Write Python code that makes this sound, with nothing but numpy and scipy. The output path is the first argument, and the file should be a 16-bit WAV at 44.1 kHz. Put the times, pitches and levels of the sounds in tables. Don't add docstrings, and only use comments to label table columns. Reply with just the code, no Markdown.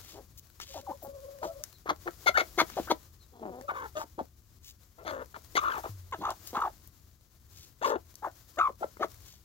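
import sys
import numpy as np
from scipy import signal
from scipy.fft import rfft, irfft
from scipy.io import wavfile

SR = 44100
rng = np.random.default_rng(int(sys.argv[2]) if len(sys.argv) > 2 else 0)


def store_wav(level_fs):
    pcm = np.round(np.clip(np.atleast_2d(level_fs), -1, 1) * 32767)
    wavfile.write(sys.argv[1], SR, pcm.T.astype(np.int16))


N = 416304
TIME = np.arange(N) / SR
BAND_LIMIT_HZ = 15950

LEAD_SHARE = .35
THROAT_OCTAVES_PER_DB, SHUT_DB = 0.285, -8
BEAK_CUT_SHARE = 0.65
GAPE_HZ, GAPE_DB_PER_OCTAVE = 1435, 19.5
WINDPIPE_HZ, WINDPIPE_WIDTH_HZ, WINDPIPE_DB = 695, 61, -15.5
# frequency in Hz, nominal width in Hz, gain in dB.
RASP_FORMANTS = [(2150,85,10.5),(3500,180,0.5),(4250,280,-2.5),(4740,500,-9),(6250,420,-7.5),(11310,5700,-28)]
# start, attack and hold in seconds, peak effort in dB,
# open throat resonance in Hz, pitch in Hz, bend in octaves, roughness from 0 to 1, chest in dB,
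# rasp in dB, place.
CLUCK_CALLS = [(0.133,0.022,0.053,-46.5,670,277.5,-0.41,0.37,-1,-45,"middle"),
               (0.752,0.0053,0.042,-45,710,275.3,-0.26,0.06,-4,-35,"middle"),
               (0.888,0.0084,0.014,-37.5,720,292.4,-0.21,0,1.5,-32,"middle"),
               (1.032,0.016,0.028,-43,710,268,-0.095,0.13,-33,-40,"middle"),
               (1.426,0.0025,0.026,-31,945,336.7,-0.082,0.61,-9,-24,"front"),
               (1.857,0.0081,0.054,-38,1120,335.5,0.0017,0.51,-15,-21,"front"),
               (1.888,0.0063,0.013,-22,1280,310,-0.057,0.26,-16,-12,"front"),
               (2.06,0.018,0.0054,-30,1530,339.7,-0.041,0.25,-5,-19,"front"),
               (2.262,0.01,0.018,-18,1470,690,-0.035,0.21,-12,-2,"left"),
               (2.371,0.0031,0.0042,-18,1570,739,0,0.11,-38,-4,"left"),
               (2.379,0.0061,0.026,-23.5,1560,676,-0.15,0.32,-11,-4,"left"),
               (2.578,0.012,0.024,-18.5,1320,324.9,-0.1,0.33,-14.5,-5.5,"middle"),
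               (2.767,0.0035,0.027,-27.5,686,359,0.13,0.3,-13,-23,"middle"),
               (2.899,0.01,0.0092,-20,1050,324,-0.1,0.22,-10,-9.5,"middle"),
               (3.321,0.019,0.091,-53,695,238,-0.12,0.32,1,-19,"front"),
               (3.407,0.019,0.075,-38.5,644,203.2,-0.35,0.27,0,-41,"front"),
               (3.509,0.012,0.092,-43.5,600,251,0.24,0.2,0.5,-29,"front"),
               (3.69,0.0066,0.019,-31,1250,742,0.073,0.24,-37,-38,"right"),
               (3.991,0.0048,0.042,-37.5,1050,304.2,-0.091,0.39,-25,-27,"right"),
               (4.181,0.01,0.019,-30,816,281,-0.23,0.3,-14,-30,"right"),
               (4.981,0.0057,0.044,-48.5,910,687,-0.027,0.2,2,-28,"left"),
               (5.051,0.021,0.039,-37.5,1270,600,-0.12,0.5,-15,-7,"left"),
               (5.34,0.0044,0.023,-41.5,1270,695,-0.058,0.42,-16,-16,"left"),
               (5.552,0.011,0.0065,-24,1360,324,-0.21,0.42,-18.5,-0.5,"left"),
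               (6.188,0.032,0.004,-37,830,189.6,0.17,0.48,4,-14,"centre"),
               (6.53,0.021,0.019,-32,1040,238.2,0.15,0.38,-25,-17.5,"centre"),
               (8.683,0.0085,0.0089,-39,850,604,-0.019,0.34,-9,-29,"middle"),
               (8.811,0.022,0.0092,-29,1084,651,-0.053,0.22,-43,-29,"right"),
               (9.003,0.028,0.009,-24,1300,627,0.05,0.33,-13,-16,"middle")]
def cluck(attack, hold, peak_db, open_hz, pitch, bend, rough, chest_db, rasp_db):
    t, effort_db = gesture(attack, hold, LEAD_SHARE * attack)
    size = len(t)
    jitter = np.exp(.02 * wander(size, 25) + .26 * rough * wander(size, 400))
    hz = contour(np.linspace(0, 1, size), pitch, bend) * jitter
    cycles = np.cumsum(hz) / SR
    harmonics = np.arange(1, int(BAND_LIMIT_HZ / pitch))
    shimmer = np.exp(1.16 * rough * wander(size, 480))
    alternation = 1 + 0.8 * rough * np.cos(np.pi * cycles)
    pulses = np.cos(2 * np.pi * harmonics[:, None] * cycles).sum(0) * shimmer * alternation
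    puffs = (.5 + np.exp(-(cycles % 1) / 0.32)) * rng.standard_normal(size)
    drive = (1 - rough) * evened(pulses) + rough * evened(puffs)
    throat_hz = open_hz * 2 ** (THROAT_OCTAVES_PER_DB * np.maximum(effort_db, SHUT_DB))
    width = throat_hz.mean()
    lift = (throat_hz / 1250) ** .03 * (1 + .03 * wander(size, 150))
    radiated = signal.lfilter(*signal.butter(1, BEAK_CUT_SHARE * open_hz, "high", fs=SR), drive)
    throat = evened(resonate(formant(radiated, throat_hz, width), throat_hz, 3 * width))
    lowest, *upper = [gain_of(db) * formant(drive, f * lift, 2 * w) for f, w, db in RASP_FORMANTS]
    gape = gain_of(GAPE_DB_PER_OCTAVE * np.log2(open_hz / GAPE_HZ))
    rasp = evened(gape * lowest + sum(upper))
    chest = evened(formant(drive, min(1.49 * pitch, 440), width=240))
    windpipe = evened(formant(drive, WINDPIPE_HZ, WINDPIPE_WIDTH_HZ))
    sag_db = 0.19 * effort_db
    body = evened(throat + gain_of(chest_db + sag_db) * chest + gain_of(WINDPIPE_DB) * windpipe)
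    voice = body + gain_of(rasp_db + sag_db) * rasp
    return gain_of(peak_db + effort_db) * evened(voice)


FLUTTER_HZ = 54.41
BEAK_RING_HZ, BEAK_RING_WIDTH_HZ = 1368, 1100
# frequency in Hz, gain in dB.
HOARSE_SPECTRUM = [(100,-38),(250,-12.5),(400,-14.5),(700,-21),(1500,-11),(3000,-48),(9000,-49)]
# frequency in Hz, nominal width in Hz, gain in dB.
EDGE_FORMANTS = [(2840,230,-0.5),(3440,400,-2),(4233,300,-12),(6380,300,-4),(7030,260,-6.5)]
# start, attack and hold in seconds, peak effort in dB,
# mid pitch in Hz, bend and arch in octaves, swing as a share of the pitch, then overtones,
# hoarseness and ringing edge in dB, place.
TRILL_CALLS = [(0.742,0.0035,0.032,-39,595.6,0.014,-0.62,0.041,-31,-23,-38,"middle"),
               (0.865,0.013,0.044,-37,747,-0.068,-0.47,0.039,-45,-28,-46,"middle"),
               (1.02,0.0038,0.019,-44.5,640,-0.56,-0.066,0.02,-37,-32,-44,"middle"),
               (2.341,0.019,0.0083,-24,1534,0.28,-0.042,0.1,-29,-10,-25,"left"),
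               (2.872,0.0021,0.024,-40,1440,1,0.6,0.031,-21,2.5,-27,"middle"),
               (3.68,0.0083,0.012,-31,1245,-0.15,0.055,.02,-22,-25,-30,"right"),
               (3.726,0.036,0.1,-37.5,1073,-0.27,0.13,0.11,-17.5,-0.5,-25,"right"),
               (3.953,0.024,0.0071,-28.5,608.5,0.06,-0.014,0.013,-8,-15,-17,"right"),
               (5.048,0.03,0.15,-38,553.5,-0.42,-0.13,0.11,-7.5,-3,-26.5,"left"),
               (5.567,0.0047,0.018,-22,1269,-0.52,-0.14,0.073,-15,-43,-14,"left"),
               (5.61,0.024,0.067,-27.5,1254,0.16,0.14,0.12,-23.5,-11,-31,"left"),
               (5.694,0.006,0.096,-34.5,1160,-0.92,0.15,0.2,-15,-5.5,-28,"left"),
               (5.833,0.012,0.022,-34,854,-0.12,-0.0055,0.37,-16.5,-9,-31,"front"),
               (6.122,0.003,0.023,-32.5,1038,-0.43,0.45,0.048,-13.5,-3,-17,"centre"),
               (6.213,0.036,0.066,-30,1056,-0.063,0.38,0.22,-24,-10.5,-22.5,"centre"),
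               (6.546,0.018,0.031,-29,1023,0.14,0.044,0.23,-22,-7,-24,"centre"),
               (6.6,0.026,0.051,-26.5,1033,-0.5,0.25,0.2,-31,-12.5,-31,"centre"),
               (7.813,0.0018,0.022,-31,631,1.3,0.034,0.018,-9,-8.5,-19,"left"),
               (7.837,0.012,0.0099,-21,1120,0.11,0.25,0.017,-16.5,-13,-19,"left"),
               (7.857,0.0043,0.1,-28.5,547.8,-0.25,0.32,0.16,-3,-10,-29,"left"),
               (8.222,0.025,0.031,-32,1017,-0.061,0.59,0.17,-37,-6.5,-35,"middle"),
               (8.571,0.011,0.019,-28,675,0.55,0.2,0.038,-3.5,-10.5,-19.5,"middle"),
               (8.593,0.0094,0.074,-22.5,1189,-0.17,0.028,0.08,-25.5,-28,-42,"middle")]
def trill(attack, hold, peak_db, mid_hz, bend, arch, swing, overtone_db, hoarse_db, edge_db):
    t, effort_db = gesture(attack, hold)
    size = len(t)
    beat = 2 * np.pi * np.cumsum(FLUTTER_HZ * (1 + .08 * wander(size, 50))) / SR
    flutter = np.sin(beat) * (1 + .3 * wander(size, 70))
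    hz = contour(t, mid_hz, bend, arch) * (1 + swing * flutter)
    phase = 2 * np.pi * np.cumsum(hz * (1 + 0.035 * wander(size, 380))) / SR
    ring = evened(1 / np.hypot(1, 2 * (hz - BEAK_RING_HZ) / BEAK_RING_WIDTH_HZ))
    overtones = np.sin(2 * phase) + .35 * np.sin(3 * phase)
    tone = evened(np.sin(phase) + gain_of(overtone_db) * overtones)
    harmonics = np.arange(1, int(BAND_LIMIT_HZ / mid_hz))
    slaps = np.cos(harmonics[:, None] * phase / 2).sum(0) * np.exp(.5 * wander(size, 300))
    rattle = evened(slaps) + .5 * rng.standard_normal(size)
    hoarse = evened(coloured(rattle, HOARSE_SPECTRUM))
    edge = evened(sum(gain_of(db) * formant(rattle, f, 2 * w) for f, w, db in EDGE_FORMANTS))
    depth_db = 14 * swing - 0.5
    throb = gain_of(-depth_db * np.cos(beat) + 2.8 * wander(size, 160))
    voice = (ring * tone + gain_of(edge_db) * edge * throb) * throb + gain_of(hoarse_db) * hoarse
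    return gain_of(peak_db + effort_db) * evened(voice)


# start, attack and hold in seconds, level in dB, pitch in Hz,
# bend in octaves.
WHINE_CALLS = [(0.681,0.023,0.15,-54,559,-0.014), (0.855,0.058,0.039,-48.5,547,0.043),
               (1.061,0.034,0.5,-49,553,0.0019), (1.416,0.011,0.086,-39.5,628,0.16),
               (1.589,0.022,0.013,-45,587,0.091), (3.597,0.0089,0.088,-47.5,551,0.12)]
def whine(attack, hold, db, mid_hz, bend, octave_db=-18):
    t, effort_db = gesture(attack, hold)
    waver = .022 * wander(len(t), 35) + .03 * wander(len(t), 250)
    phase = 2 * np.pi * np.cumsum(contour(t, mid_hz, bend) * (1 + waver)) / SR
    tone = evened(np.sin(phase) + gain_of(octave_db) * np.sin(2 * phase))
    return tone * gain_of(db + effort_db + 3 * wander(len(t), 30))


ONSET_DB, DROOP_DB, RELEASE_DB, FADE_DB = 13, 1.5, 13.5, 13.5
RELEASE_S, FADE_S = .012, .02
def gesture(attack, hold, lead=0):
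    knees = np.cumsum([0, attack, hold, RELEASE_S, FADE_S])
    t = np.arange(-lead, knees[-1], 1 / SR)
    under_db = [ONSET_DB + FADE_DB, ONSET_DB, 0, *np.cumsum([DROOP_DB, RELEASE_DB, FADE_DB])]
    return np.clip(t / knees[2], 0, 1), -np.interp(t, [-lead - 1 / SR, *knees], under_db)


def contour(progress, mid_hz, bend, arch=0):
    return mid_hz * 2 ** (bend * (progress - .5) - arch * (2 * progress - 1) ** 2)


# frequency in Hz, gain in dB.
PECK_SPECTRUM = [(120, -32), (200, 2), (677, 10), (1110, 16.5), (2130, 10), (2510, -8), (5390, 3.5),
                 (10800, -11), (15500, -14)]
# start in seconds, peak in dB, brightness in dB per octave.
BEAK_TAPS = [(0.378,-52,16),(0.597,-28,1),(1.025,-28,25),(1.634,-17,8.5),(2.696,-31,1),(3.608,-36.5,2),(6.301,-27,5),(6.47,-24,12),(6.871,-30,20),(8.151,-27.5,12.5),(8.966,-36.5,-7)]
def peck(peak_db, tilt_db, decay_s=0.0014):
    age = np.arange(2048) / SR - .004
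    burst = rng.standard_normal(len(age)) * (age > 0) * np.exp(-abs(age) / decay_s)
    crunch = coloured(burst, tilted(PECK_SPECTRUM, tilt_db))
    return gain_of(peak_db) * crunch / abs(crunch).max()


# frequency in Hz, gain in dB.
SWELL_SPECTRUM = [(200,-13),(800,-16),(3500,4.5),(7000,5),(9000,-7.5),(15500,1)]
# start and length in seconds, level in dB, brightness in dB per octave.
HISS_SWELLS = [(0,0.2,-55,-2), (0.371,0.028,-44.5,6.5), (0.594,0.055,-44.5,-3), (.628,0.21,-50.5,-1),
               (1.02,0.05,-45,14), (1.41,0.097,-51,1.5), (2.65,0.26,-54,-6.5), (3.95,0.096,-49.5,0.5),
               (4.623,.11,-50,2.5), (6.292,0.044,-51.5,0), (6.45,0.071,-46.5,4), (7.5,0.21,-55,1.5),
               (7.82,0.11,-44,-1), (9.198,0.2,-56.5,0.5)]
def hiss_swell(length, db, tilt_db):
    size = int(length * SR)
    grains = rng.standard_normal(size) * gain_of(3.5 * wander(size, 300))
    hiss = coloured(grains, tilted(SWELL_SPECTRUM, tilt_db))
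    return gain_of(db) * evened(hiss * np.sin(np.linspace(0, np.pi, size)))


# frequency in Hz, gain in dB.
HISS_SPECTRUM = [(190, -24), (330, 1.5), (370, -5), (741, -5), (844, -9), (1020, -4), (2580, -12),
                 (4400, -7), (7260, -6), (8680, -13), (11400, -7.5), (15800, -4.5)]
# time in seconds, relative level in dB.
HISS_LEVELS = [(0.0, -58.5), (0.33, -68.5), (0.81, -64.5), (1.3, -65.5), (1.7,-62.5), (1.84,-68),
               (2.0, -62.5), (2.28, -59), (2.65, -56.5), (2.8, -56), (3.02, -63), (3.32, -72), (3.94, -62),
               (4.3, -72), (4.86, -70), (5.52, -62), (5.75, -56), (6.03, -65.5), (6.49, -58.5),
               (7.19, -73.5), (7.4, -70.5), (7.55, -64), (7.74, -69.5), (8.55,-63.5), (8.75,-66),
               (9.12, -61.5), (9.44, -69.5)]
def background_hiss(boost_db=7, crackle_db=-9, grains_per_s=90, grain_decay_s=0.0019, left_db=3):
    sizes = gain_of(6 * np.minimum(rng.exponential(1, N), 3.5))
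    impulses = sizes * (rng.random(N) < grains_per_s / SR)
    bursts = signal.lfilter([1], [1, -np.exp(-1 / (grain_decay_s * SR))], impulses)
    crackle = evened(stereo_noise(HISS_SPECTRUM) * bursts)
    hiss = stereo_noise(HISS_SPECTRUM) * gain_of(2 * wander(N, 18))
    level = gain_of(np.interp(TIME, *np.transpose(HISS_LEVELS)) + boost_db)
    return level * (hiss + gain_of(crackle_db) * crackle) * gain_of([[left_db / 2], [-left_db / 2]])


# start in seconds, level in dB.
BIRD_PEEPS = [(1.71, -67.5), (3.181, -68)]
def peep(db, start_hz=4400, end_hz=3750, length=0.09):
    size = int(length * SR)
    hz = np.linspace(start_hz, end_hz, size) * (1 + 0.035 * wander(size, 500))
    return gain_of(db) * evened(np.sin(2 * np.pi * np.cumsum(hz) / SR) * np.hanning(size))


def boom(start_hz=112, end_hz=88, glide_s=0.058, attack_s=0.00063, decay_s=0.12, db=-35):
    t = np.arange(SR // 2) / SR
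    hz = end_hz + (start_hz - end_hz) * np.exp(-t / glide_s)
    envelope = np.exp(-t / decay_s) * (1 - np.exp(-t / attack_s))
    return gain_of(db) * np.sin(2 * np.pi * np.cumsum(hz) / SR) * envelope


# frequency in Hz, gain in dB.
RUMBLE_SPECTRUM = [(20, -24), (46, -6.5), (70, -3), (98, -6), (125, -12), (160, -18.5), (400, -28),
                   (700, -69.5)]
def rumble(db=-56.5):
    hiss_db = np.interp(TIME, *np.transpose(HISS_LEVELS))
    swell = gain_of(.35 * (hiss_db - hiss_db.mean()) + wander(N, 4))
    return gain_of(db) * swell * stereo_noise(RUMBLE_SPECTRUM) * gain_of([[.5], [-.5]])


# frequency in Hz, correlation from 0 to 1.
COHERENCE = [(60,0.87),(300,1),(700,0.12),(1400,0.29),(15000,0.19)]
def stereo_noise(spectrum):
    left, independent = rfft(rng.standard_normal((2, N)))
    same = read(COHERENCE, np.fft.rfftfreq(N, 1 / SR))
    right = same * left + np.sqrt(1 - same ** 2) * independent
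    return evened(coloured(irfft([left, right], N), spectrum))


# frequency in Hz, time to fall 60 dB in seconds.
YARD_DECAY = [(200,.13),(1000,.12),(4000,.09),(12000,.06)]
def yard_echo(x):
    taps = rng.standard_normal((2, SR // 2)) * (rng.random((2, SR // 2)) < .06)
    taps[:, :100] = 0
    hz, t, bands = signal.stft(taps, SR, nperseg=256)
    decay = gain_of(-60 * t / read(YARD_DECAY, hz)[:, None])
    tail = signal.istft(bands * decay, SR, nperseg=256)[1]
    return signal.fftconvolve(x, tail / np.linalg.norm(tail[0]), axes=1)[:, :N]


DIRECTIONS = {"left": (3.5, .27), "front": (1, .24), "middle": (1.3, .1), "centre": (-1.4, .1),
              "right": (1.2, -.24)}
def add(mix, s, sound, place):
    pan_db, late_ms = DIRECTIONS[place]
    at = np.arange(len(sound))
    sound = sound * np.clip(np.minimum(at, at[::-1]) / 100, 0, 1)
    for channel, start, db in zip(mix, (s, s + late_ms / 1000), (pan_db / 2, -pan_db / 2)):
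        part = channel[round(start * SR):][:len(sound)]
        part += gain_of(db) * sound[:len(part)]


def resonate(x, hz, width):
    turn = np.exp(2j * np.pi * np.cumsum(hz * np.ones(len(x))) / SR)
    pole = np.exp(-np.pi * width / SR)
    return 2 * (turn * signal.lfilter([1 - pole], [1, -pole], x / turn + 1e-18)).real


def formant(x, hz, width):
    return resonate(resonate(x, hz, width), hz, width)


def wander(size, hz):
    f = np.fft.rfftfreq(size + SR, 1 / SR)
    return evened(irfft(rfft(rng.standard_normal(size + SR)) / (1 + (f / hz) ** 4)))[:size]


def coloured(x, points):
    size = x.shape[-1]
    return irfft(rfft(x) * gain_of(read(points, np.fft.rfftfreq(size, 1 / SR))), size)


def tilted(points, db_per_octave):
    return [(hz, db + db_per_octave * np.log2(hz)) for hz, db in points]


def read(points, hz):
    f, value = np.transpose(points)
    return np.interp(np.log(hz + 1), np.log(f + 1), value)


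def gain_of(db):
    return 10 ** (np.asarray(db) / 20)


def evened(x):
    return x / np.sqrt(np.mean(x ** 2) + 1e-20)


def scene():
    direct = np.zeros((2, N))
    for s, attack, *call, place in CLUCK_CALLS:
        add(direct, s - LEAD_SHARE * attack, cluck(attack, *call), place)
    for s, *call, place in TRILL_CALLS:
        add(direct, s, trill(*call), place)
    for s, *call in WHINE_CALLS:
        add(direct, s, whine(*call), "front")
    for s, *tap in BEAK_TAPS:
        add(direct, s, peck(*tap), "left")
    for s, *swell in HISS_SWELLS:
        add(direct, s, hiss_swell(*swell), "middle")
    for s, db in BIRD_PEEPS:
        add(direct, s, peep(db), "left")
    add(direct, 5.893, boom(), "middle")
    bass = rumble()
    return direct + gain_of(-12) * yard_echo(direct) + background_hiss() + bass


# frequency in Hz, gain against the left in dB.
RIGHT_PORT_RESPONSE = [(100,-3.5),(4500,-3),(7000,-3),(8800,-21.5),(11000,-10),(15000,-12)]
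def record(dry):
    ports = np.array([dry[0], coloured(dry[1], RIGHT_PORT_RESPONSE)])
    low_pass = signal.firwin(511, BAND_LIMIT_HZ, window=("kaiser", 9), fs=SR)
    return signal.oaconvolve(ports, low_pass[None], "same")


dry = scene()
out = record(dry)
store_wav(out)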